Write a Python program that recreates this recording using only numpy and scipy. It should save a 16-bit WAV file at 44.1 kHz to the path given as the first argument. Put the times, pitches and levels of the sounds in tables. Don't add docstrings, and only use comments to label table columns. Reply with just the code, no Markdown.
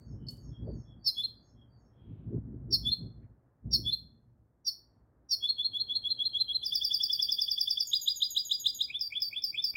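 import sys
import numpy as np
from scipy import signal
from scipy.fft import rfft, irfft
from scipy.io import wavfile
from scipy.ndimage import uniform_filter1d

SR = 44100
rng = np.random.default_rng(int(sys.argv[2]) if len(sys.argv) > 2 else 0)


def dump_mix(stems):
    frames = np.atleast_2d(stems).T
    limited = np.clip(frames, -1, 1)
    pcm = np.round(limited * 32767).astype(np.int16)
    wavfile.write(sys.argv[1], SR, pcm)


N = 430416
TIME = np.arange(N) / SR
SYLLABLE_TIME = np.arange(-SR // 200, SR // 10) / SR


# time_s, pitch_hz, effort_db
CHIP_UPPER_PATH = [(0, 5724, -18), (.005, 5715, -2), (.012, 5574, -0.5), (.018, 5335, -2), (.028, 5240, -7),
                   (.038, 5330, -14)]
CHIP_LOWER_PATH = [(0, 5102, -23.5), (.006, 4920, -8), (.018, 4622, 1.5), (0.024, 4426, 1.5),
                   (.033, 4290, -4.5), (.04, 4564, -15.5)]
TU_PATH = [(0, 3250, -16), (.01, 3310, -6), (.018, 3370, -1), (.028, 3395, -2), (.036, 3450, 0),
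           (.043, 3480, -12)]
WEE_PATH = [(0, 3650, -13), (.003, 4060, -4), (.008, 4310, -3), (.016, 4245, 0), (.023, 4205, -1),
            (.029, 4150, -15)]
PIP_PATH = [(0, 3080, -18), (.004, 3320, -4), (.009, 3490, 0), (.014, 3520, -6), (.019, 3450, -20)]
TEW_PATH = [(0, 6060, -19.5), (.005, 5695, -15.5), (.009, 5410, -4.5), (.014, 5030, 3.5),
            (.021, 4706, -7.5), (.028, 4590, -10.5), (.038, 4668, -7.5), (.044, 4730, -9)]
SEE_PATH = [(0, 7800, -25), (.004, 7040, 2), (.01, 6800, 0.5), (.024, 6520, -1), (.036, 6600, -5),
            (.042, 6720, -23)]
WHIP_PATH = [(0, 3000, -18), (.004, 3300, -7), (.009, 3560, -2), (.014, 3820, 0), (.019, 4020, -4),
             (.024, 4250, -18)]
EE_PATH = [(0, 5000, -12), (.005, 4930, 0), (.016, 4890, -1), (.029, 4860, -1), (.036, 4850, -14)]
TUP_PATH = [(0, 2200, -13), (.005, 2400, 0), (.011, 2560, -3), (.019, 2720, -17)]
WA_PATH = [(0, 3100, -14), (.006, 3350, -2), (.014, 3490, -1), (.022, 3555, 0), (.03, 3600, -1),
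           (.037, 3630, -14)]
TEEU_PATH = [(0, 5600, -19), (.005, 5280, 5), (.01, 5145, 1), (.018, 4890, -0.5), (.027, 4720, -10),
             (.048, 4690, -9.5), (.07, 4718, -9.5), (.078, 4670, -2)]
# start_s, level_db, pitch_ratio, length_ratio
CHIP_EVENTS = [(1.059, -24.5, 0.95, 1.23), (2.723, -22.5, 0.97, 1.11), (3.726, -22.5, 0.98, 1.12),
               (4.664, -27.5, 1, 1.026), (5.306, -25.5, 0.99, 1.3)]
# wee_start_s, effort_db, pitch_ratio
ANSWER_CALLS = [(1.235, -4, .993), (2.916, 0, 1.006), (3.923, -1, .997)]
# time_s, effort_db
SONG_EFFORT = [(5.49, 1), (5.64, -1.5), (5.95, -2.5), (6.25, -0.4), (6.54, -0.5), (6.65, -5), (6.74, -.3),
               (7.31, -0.1), (7.8, -0.5), (8.36, -0.85), (8.65, 0), (8.8, -1.5)]
# tup_start_s, effort_db, pitch_ratio, wait_for_wa_s, wait_for_teeu_s
LAST_TRILL_BEATS = [(8.897, -2, 1.004, 0.044, 0.11), (9.12, -0.5, 0.99, 0.032, .097),
                    (9.326, -2, 1.005, .033, 0.11), (9.541, 0.5, 1.003, .032, 0.097),
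                    (9.751, 1.5, 1.03, 0.035, .1)]
# frequency_hz, gain_db
BEAK_RESPONSE = [(1500, -2.5), (2300, 0.5), (5700, 0.5), (6300, -4), (6900, -3), (8100, -6), (9300, 1.5),
                 (10600, 1.5), (12100, 0), (13000, -6), (14000, -1), (14800, -4.5), (15600, 3.5)]
# frequency_hz, level_db, time_to_fall_60_db_s
TICK_TONES = [(4430, 13.5, 0.073), (5050, 6.5, 0.069), (5550, -10, 0.065)]
# time_from_phrase_start_s, pitch_hz, level_db
FAR_PHRASE_NOTES = [(0, 4540, 1), (.072, 6480, -5), (.105, 5407, -1.5)]
# start_s, level_db, closing_note_hz, closing_note_length_s
FAR_PHRASE_REPEATS = [(-.07, -69.5, 3034, 0.26), (.285, -65, 3290, 0.12), (.625, -68, 3326, 0.12),
                      (0.976, -65, 3330, 0.15), (1.315, -72, 3250, 0.153), (1.67, -77.5, 3246, .3)]
# time_s, level_db
RUMBLE_LEVEL = [(0.0, -50.5), (0.18, -41.5), (0.42, -50.5), (0.52, -42.5), (0.55, -55), (0.64, -35),
                (0.78, -37.5), (0.87, -55.5), (1.01, -51), (1.04, -62.5), (1.42, -57.5), (1.46, -78),
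                (1.56, -56.5), (1.96, -67.5), (2.11, -42.5), (2.18, -50), (2.38, -35.5), (2.41, -45),
                (2.92, -42.5), (2.96, -53), (3.04, -37), (3.14, -56), (3.18, -45), (3.59, -86),
                (3.66, -41.5), (3.83, -41.5), (4.01, -56.5), (4.6, -69.5)]
# frequency_hz, level_db
RUMBLE_SPECTRUM = [(15, -43), (30, -24), (60, 4.5), (82, -5.5), (113, 4), (190, -6.5), (230, -4),
                   (290, -10.5), (370, -17), (600, -27), (780, -38), (1240, -53), (1800, -67),
                   (2300, -94.5)]
# start_s, level_db, pitch_hz
SOFT_BUMPS = [(0.684, -31.5, 109), (2.332, -29, 260), (2.346, -31, 150), (2.376, -29, 110),
              (3.014, -34.5, 172), (3.654, -39, 119), (3.675, -33, 122), (3.739, -32, 102),
              (3.839, -36, 72.5)]
# middle_s, half_length_s, level_db, centre_hz
RUMBLE_SURGES = [(.688, .022, -40.5, 412), (2.345, 0.032, -40.5, 308), (2.54, 0.022, -45.5, 280),
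                 (2.715, 0.028, -45.5, 300), (3.79, .012, -42.5, 290)]
# middle_s, half_length_s, level_db, centre_hz
FAINT_RUSTLES = [(2.15, 0.17, -85, 2750), (3.24, .025, -80.5, 1710)]
# time_s, level_db
MURMUR_LEVEL = [(0, -66.5), (3.3, -71), (4.5, -76), (5.1, -72), (5.5, -68.5), (5.95, -66.5), (6.8, -69),
                (7.5, -71.5), (8.3, -71.5), (9.7, -71)]
# frequency_hz, level_db
MURMUR_SPECTRUM = [(20, -22), (40, -7.5), (60, 3), (82, -5.5), (113, 1.5), (175, -10), (240, -7),
                   (430, -15.5), (560, -16.5), (1000, -23.5), (1800, -31.5), (2200, -42.5), (4400, -73.5)]


def finch():
    calls = air(chips(), hiss_db=-32.5, low_db=-14)
    calls += tu_wee(ANSWER_CALLS, tu_db=-25.5, tu_lead_s=0.069, tu_pitch=1.021, tu_length=1.24,
                    wee_pitch=0.99, bright_db=5.5)
    first = trill(start_s=5.488, period_s=0.157, slowing_s=-0.0017, sag=0.004, count=8)
    song = tu_wee(first, tu_db=-26, tu_lead_s=0.065, tu_pitch=1.011, tu_length=1.077,
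                  wee_pitch=1.0043, bright_db=0.5)
    song += pip_tew(trill(start_s=6.649, period_s=0.093, slowing_s=0.00043, sag=0, count=13))
    song += see_whip_ee(trill(start_s=7.928, period_s=0.14312, slowing_s=0.0009, sag=0, count=7))
    song += tup_wa_teeu(LAST_TRILL_BEATS)
    return shape(calls + song, BEAK_RESPONSE)


def chips(square_db=-31, third_db=-21, lower_third_db=-22, rasp_db=-26):
    out, t = np.zeros(N), SYLLABLE_TIME
    for start, db, pitch, length in CHIP_EVENTS:
        upper_phase, upper_effort = syrinx(CHIP_UPPER_PATH, t, pitch, length, jitter=0.0088)
        lower_phase, lower_effort = syrinx(CHIP_LOWER_PATH, t, pitch, length, jitter=0.0088)
        upper = upper_effort * np.exp(1j * upper_phase)
        lower = lower_effort * np.exp(1j * lower_phase)
        pair = upper + lower
        overtones = undb(square_db) * upper * (upper + 2 * lower)
        overtones += undb(third_db) * upper * lower * pair
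        overtones += undb(lower_third_db) * lower ** 3
        rasp_noise = unit(band(rng.standard_normal(len(t)), 3700, 5900, order=4))
        rasp = (abs(upper) + abs(lower)) * rasp_noise
        chip = np.imag(pair + overtones) + undb(rasp_db) * rasp
        add(out, start + t[0], undb(db) * chip)
    return out


def tu_wee(beats, tu_db, tu_lead_s, tu_pitch, tu_length, wee_pitch, bright_db):
    tu = whistles(TU_PATH, beats, level_db=tu_db, after_s=-tu_lead_s, pitch=tu_pitch, length=tu_length,
                  second_db=bright_db - 43, third_db=bright_db - 41, fourth_db=bright_db - 38.5)
    wee = whistles(WEE_PATH, beats, level_db=-22.0, pitch=wee_pitch, length=0.97,
                   second_db=bright_db - 39.5, third_db=bright_db - 40.5)
    return air(tu + wee, hiss_db=bright_db - 40.5, low_db=9)


def pip_tew(beats):
    pip = whistles(PIP_PATH, beats, level_db=-26.0, after_s=-0.026, length=1.82, swell_db=0.2355,
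                   stretch=-0.059, second_db=-36.0, third_db=-37.0, fourth_db=-33)
    tew = whistles(TEW_PATH, beats, level_db=-22.5, length=1.19, stretch=-0.019,
                   second_db=-32.5, third_db=-20)
    return air(pip + tew, hiss_db=-31.5, low_db=3.5)


def see_whip_ee(beats):
    see = whistles(SEE_PATH, beats, level_db=-32.5, after_s=-0.06, pitch=1.003, length=1.077,
                   swell_db=-0.65, second_db=-9.5, third_db=-63.5)
    whip = whistles(WHIP_PATH, beats, level_db=-18.5, after_s=0.001, pitch=0.992, length=0.9,
                    second_db=-24.5, third_db=-39.5, fourth_db=-30)
    ee = whistles(EE_PATH, beats, level_db=-26, after_s=0.021, length=0.99, swell_db=-1,
                  second_db=-43, third_db=-25.5)
    return see + air(whip + ee, hiss_db=-35)


def tup_wa_teeu(beats):
    wa_s, teeu_s = np.transpose(beats)[3:]
    tup = whistles(TUP_PATH, beats, level_db=-33.0, pitch=0.98, length=1.26,
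                   second_db=-27, third_db=-29.5, fourth_db=-45)
    wa = whistles(WA_PATH, beats, level_db=-28.0, after_s=wa_s, pitch=0.98,
                  second_db=-56, third_db=-41, fourth_db=-43)
    teeu = whistles(TEEU_PATH, beats, level_db=-25.0, after_s=teeu_s, pitch=0.9966, length=0.92,
                    second_db=-35.5, third_db=-19.5)
    return air(tup + wa + teeu, hiss_db=-37)


def trill(start_s, period_s, slowing_s, sag, count):
    k = np.arange(count)
    start = start_s + period_s * k + slowing_s * k ** 2 / 2
    effort_db = np.interp(start, *np.transpose(SONG_EFFORT))
    return np.transpose([start, effort_db, 1 - sag * k])


def whistles(path, beats, level_db, second_db, third_db, fourth_db=-70, after_s=0, pitch=1, length=1,
             swell_db=0, stretch=0, flicker_db=4):
    out, t = np.zeros(N), SYLLABLE_TIME
    s, efforts, ratios = np.transpose(beats)[:3]
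    for repeat, start in enumerate(s + after_s):
        phase, effort = syrinx(path, t, pitch * ratios[repeat], length + stretch * repeat)
        tone = np.sin(phase)
        for k, overtone_db in enumerate([second_db, third_db, fourth_db], 2):
            in_range = np.clip((np.pi - k * np.gradient(phase)) * 2, 0, 1)
            strength = undb(overtone_db + flicker_db * waver(len(t), 190))
            tone += strength * np.sin(k * phase) * in_range
        gain = undb(level_db + efforts[repeat] + swell_db * repeat)
        add(out, start + t[0], gain * effort * tone)
    return out


def syrinx(path, t, pitch, length, jitter=0.0094, shimmer_db=1.2):
    s, hz, db = np.transpose(path)
    s = np.maximum.accumulate(s) * length
    smooth_hz = uniform_filter1d(np.interp(t, s, hz), size=120)
    wobbly_hz = smooth_hz * pitch * (1 + jitter * waver(len(t), 700))
    gate = (1 + np.tanh(np.minimum(t, s[-1] - t) / 0.0018)) / 2
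    effort = undb(np.interp(t, s, db) + shimmer_db * waver(len(t), 180))
    return 2 * np.pi * np.cumsum(wobbly_hz) / SR, gate * effort


def air(voice, hiss_db, low_db=0):
    power = uniform_filter1d(uniform_filter1d(voice ** 2, size=300), size=300)
    strength = np.sqrt(np.abs(power))
    # frequency_hz, level_db
    low = [(1500, -30 + low_db), (2200, -10 + low_db), (2700, -2 + low_db), (3600, 2 + low_db / 2)]
    high = [(5500, 0), (7500, -7), (10500, -3), (12500, -5), (14000, -1), (16000, -3)]
    return voice + undb(hiss_db) * strength * noise(low + high)


def two_tone_tick(start_s=0.284, level_db=-45.5, edge_db=-14, edge_s=0.04, grain_db=5):
    out, t = np.zeros(N), np.arange(SR // 4) / SR
    tones = np.zeros(len(t))
    for hz, db, t60 in TICK_TONES:
        tones += undb(db) * np.exp(-np.log(1000) * t / t60) * np.sin(2 * np.pi * hz * t)
    roughness = undb(grain_db * waver(len(t), 500))
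    grains = rng.standard_normal(len(t)) * roughness * np.exp(-t / edge_s)
    edge = undb(edge_db) * band(grains, 4100, 16000, order=2)
    onset = np.minimum(t / 0.0027, 1)
    add(out, start_s, undb(level_db) * onset * (tones + edge))
    return out


def room(x, tail_db=-12, treble_db=-6):
    full_tail = tail(x, t60_s=0.37, early_db=3.5)
    treble_tail = tail(band(x, 7100, 17000), t60_s=0.26, early_db=-1.5)
    return x + undb(tail_db) * full_tail + undb(treble_db) * treble_tail


def tail(x, t60_s, early_s=0.029, early_db=6):
    t = np.arange(SR) / SR
    decay = np.exp(-np.log(1000) * t / t60_s) + undb(early_db) * np.exp(-t / early_s)
    response = rng.standard_normal(SR) * decay * np.minimum(t / 0.0081, 1)
    return signal.fftconvolve(x, response / np.linalg.norm(response))[:N]


def far_notes(note_s=0.155, closing_after_s=0.21, closing_db=2.0, fall=0.028, wobble=0.02):
    out = np.zeros(N)
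    for start, level_db, closing_hz, closing_s in FAR_PHRASE_REPEATS:
        notes = [(*note, note_s) for note in FAR_PHRASE_NOTES]
        notes.append((closing_after_s, closing_hz, closing_db, closing_s))
        for after, hz, db, length_s in notes:
            u = np.linspace(0, 1, int(length_s * SR))
            pitch_hz = hz * (1 + fall * (0.5 - u) + wobble * waver(len(u), 300))
            tone = np.sin(2 * np.pi * np.cumsum(pitch_hz) / SR)
            add(out, start + after, undb(level_db + db) * np.sin(np.pi * u) ** 2 * tone)
    return out


def rumble(low_db=-1, middle_db=-11, upper_db=-31, flutter_db=2.0, usual_db=-45, brightening=0.2):
    s, db = np.transpose(RUMBLE_LEVEL)
    level = np.interp(TIME, s, db)
    bright = level + brightening * (level - usual_db)
    source = noise(RUMBLE_SPECTRUM) * undb(flutter_db * waver(N, 45))
    out = unit(band(source, 36, 180)) * undb(low_db + level)
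    out += unit(band(source, 230, 420)) * undb(middle_db + bright)
    out += unit(band(source, 600, 2200)) * undb(upper_db + bright)
    t = np.arange(SR // 10) / SR
    for start, bump_db, hz in SOFT_BUMPS:
        cycles = hz * t
        swell = 2 * cycles * np.exp(1 - 2 * cycles)
        add(out, start, undb(bump_db) * np.sin(2 * np.pi * cycles) * swell)
    return out * np.clip((s[-1] - TIME) / 0.17, 0, 1)


def puffs(table, spread):
    out = np.zeros(N)
    for middle_s, half_s, db, hz in table:
        swell = np.exp(-((TIME - middle_s) / half_s) ** 2)
        out += undb(db) * swell * unit(band(rng.standard_normal(N), hz / spread, hz * spread))
    return out


def murmur(level_db=5, early_db=-75, hiss_db=-97):
    s, db = np.transpose(MURMUR_LEVEL)
    level = np.interp(TIME, s, db, left=early_db) + level_db + waver(N, 3.6)
    return noise(MURMUR_SPECTRUM) * undb(level) + undb(hiss_db) * rng.standard_normal(N)


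def noise(colour):
    return unit(shape(rng.standard_normal(N), colour))


def shape(x, colour):
    hz, db = np.transpose(colour)
    bins_hz = np.fft.rfftfreq(N, 1 / SR) + 1
    return irfft(rfft(x) * undb(np.interp(np.log(bins_hz), np.log(hz), db)), N)


def band(x, low_hz, high_hz, order=3):
    edges = [low_hz, min(high_hz, SR / 2 - 1)]
    return signal.sosfilt(signal.butter(order, edges, "band", fs=SR, output="sos"), x)


def waver(n, rate):
    knots = np.arange(0, n + SR / rate, SR / rate)
    return np.interp(np.arange(n), knots, rng.standard_normal(len(knots)))


def undb(db):
    return 10 ** (np.asarray(db) / 20)


def unit(x):
    return x / np.sqrt(np.mean(x ** 2))


def add(track, start_s, sound):
    at = int(start_s * SR) + np.arange(len(sound))
    inside = (at >= 0) & (at < N)
    track[at[inside]] += sound[inside]


def scene():
    near = room(finch() + two_tone_tick())
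    far = tail(far_notes(), t60_s=0.28, early_db=2.5)
    background = rumble() + puffs(RUMBLE_SURGES, spread=1.304) + puffs(FAINT_RUSTLES, spread=1.3) + murmur()
    return (near + far + background)[None]


def record(dry, double_db=-17, lead_s=0.0175, bass_hz=42, top_hz=15850):
    early_copy = np.interp(TIME + lead_s, TIME, dry[0])
    doubled = dry[0] + undb(double_db) * early_copy
    thinned = signal.sosfilt(signal.butter(3, bass_hz, "high", fs=SR, output="sos"), doubled)
    return signal.sosfilt(signal.ellip(10, 0.2, 80, top_hz, fs=SR, output="sos"), thinned)[None]


dry = scene()
out = record(dry)
dump_mix(out)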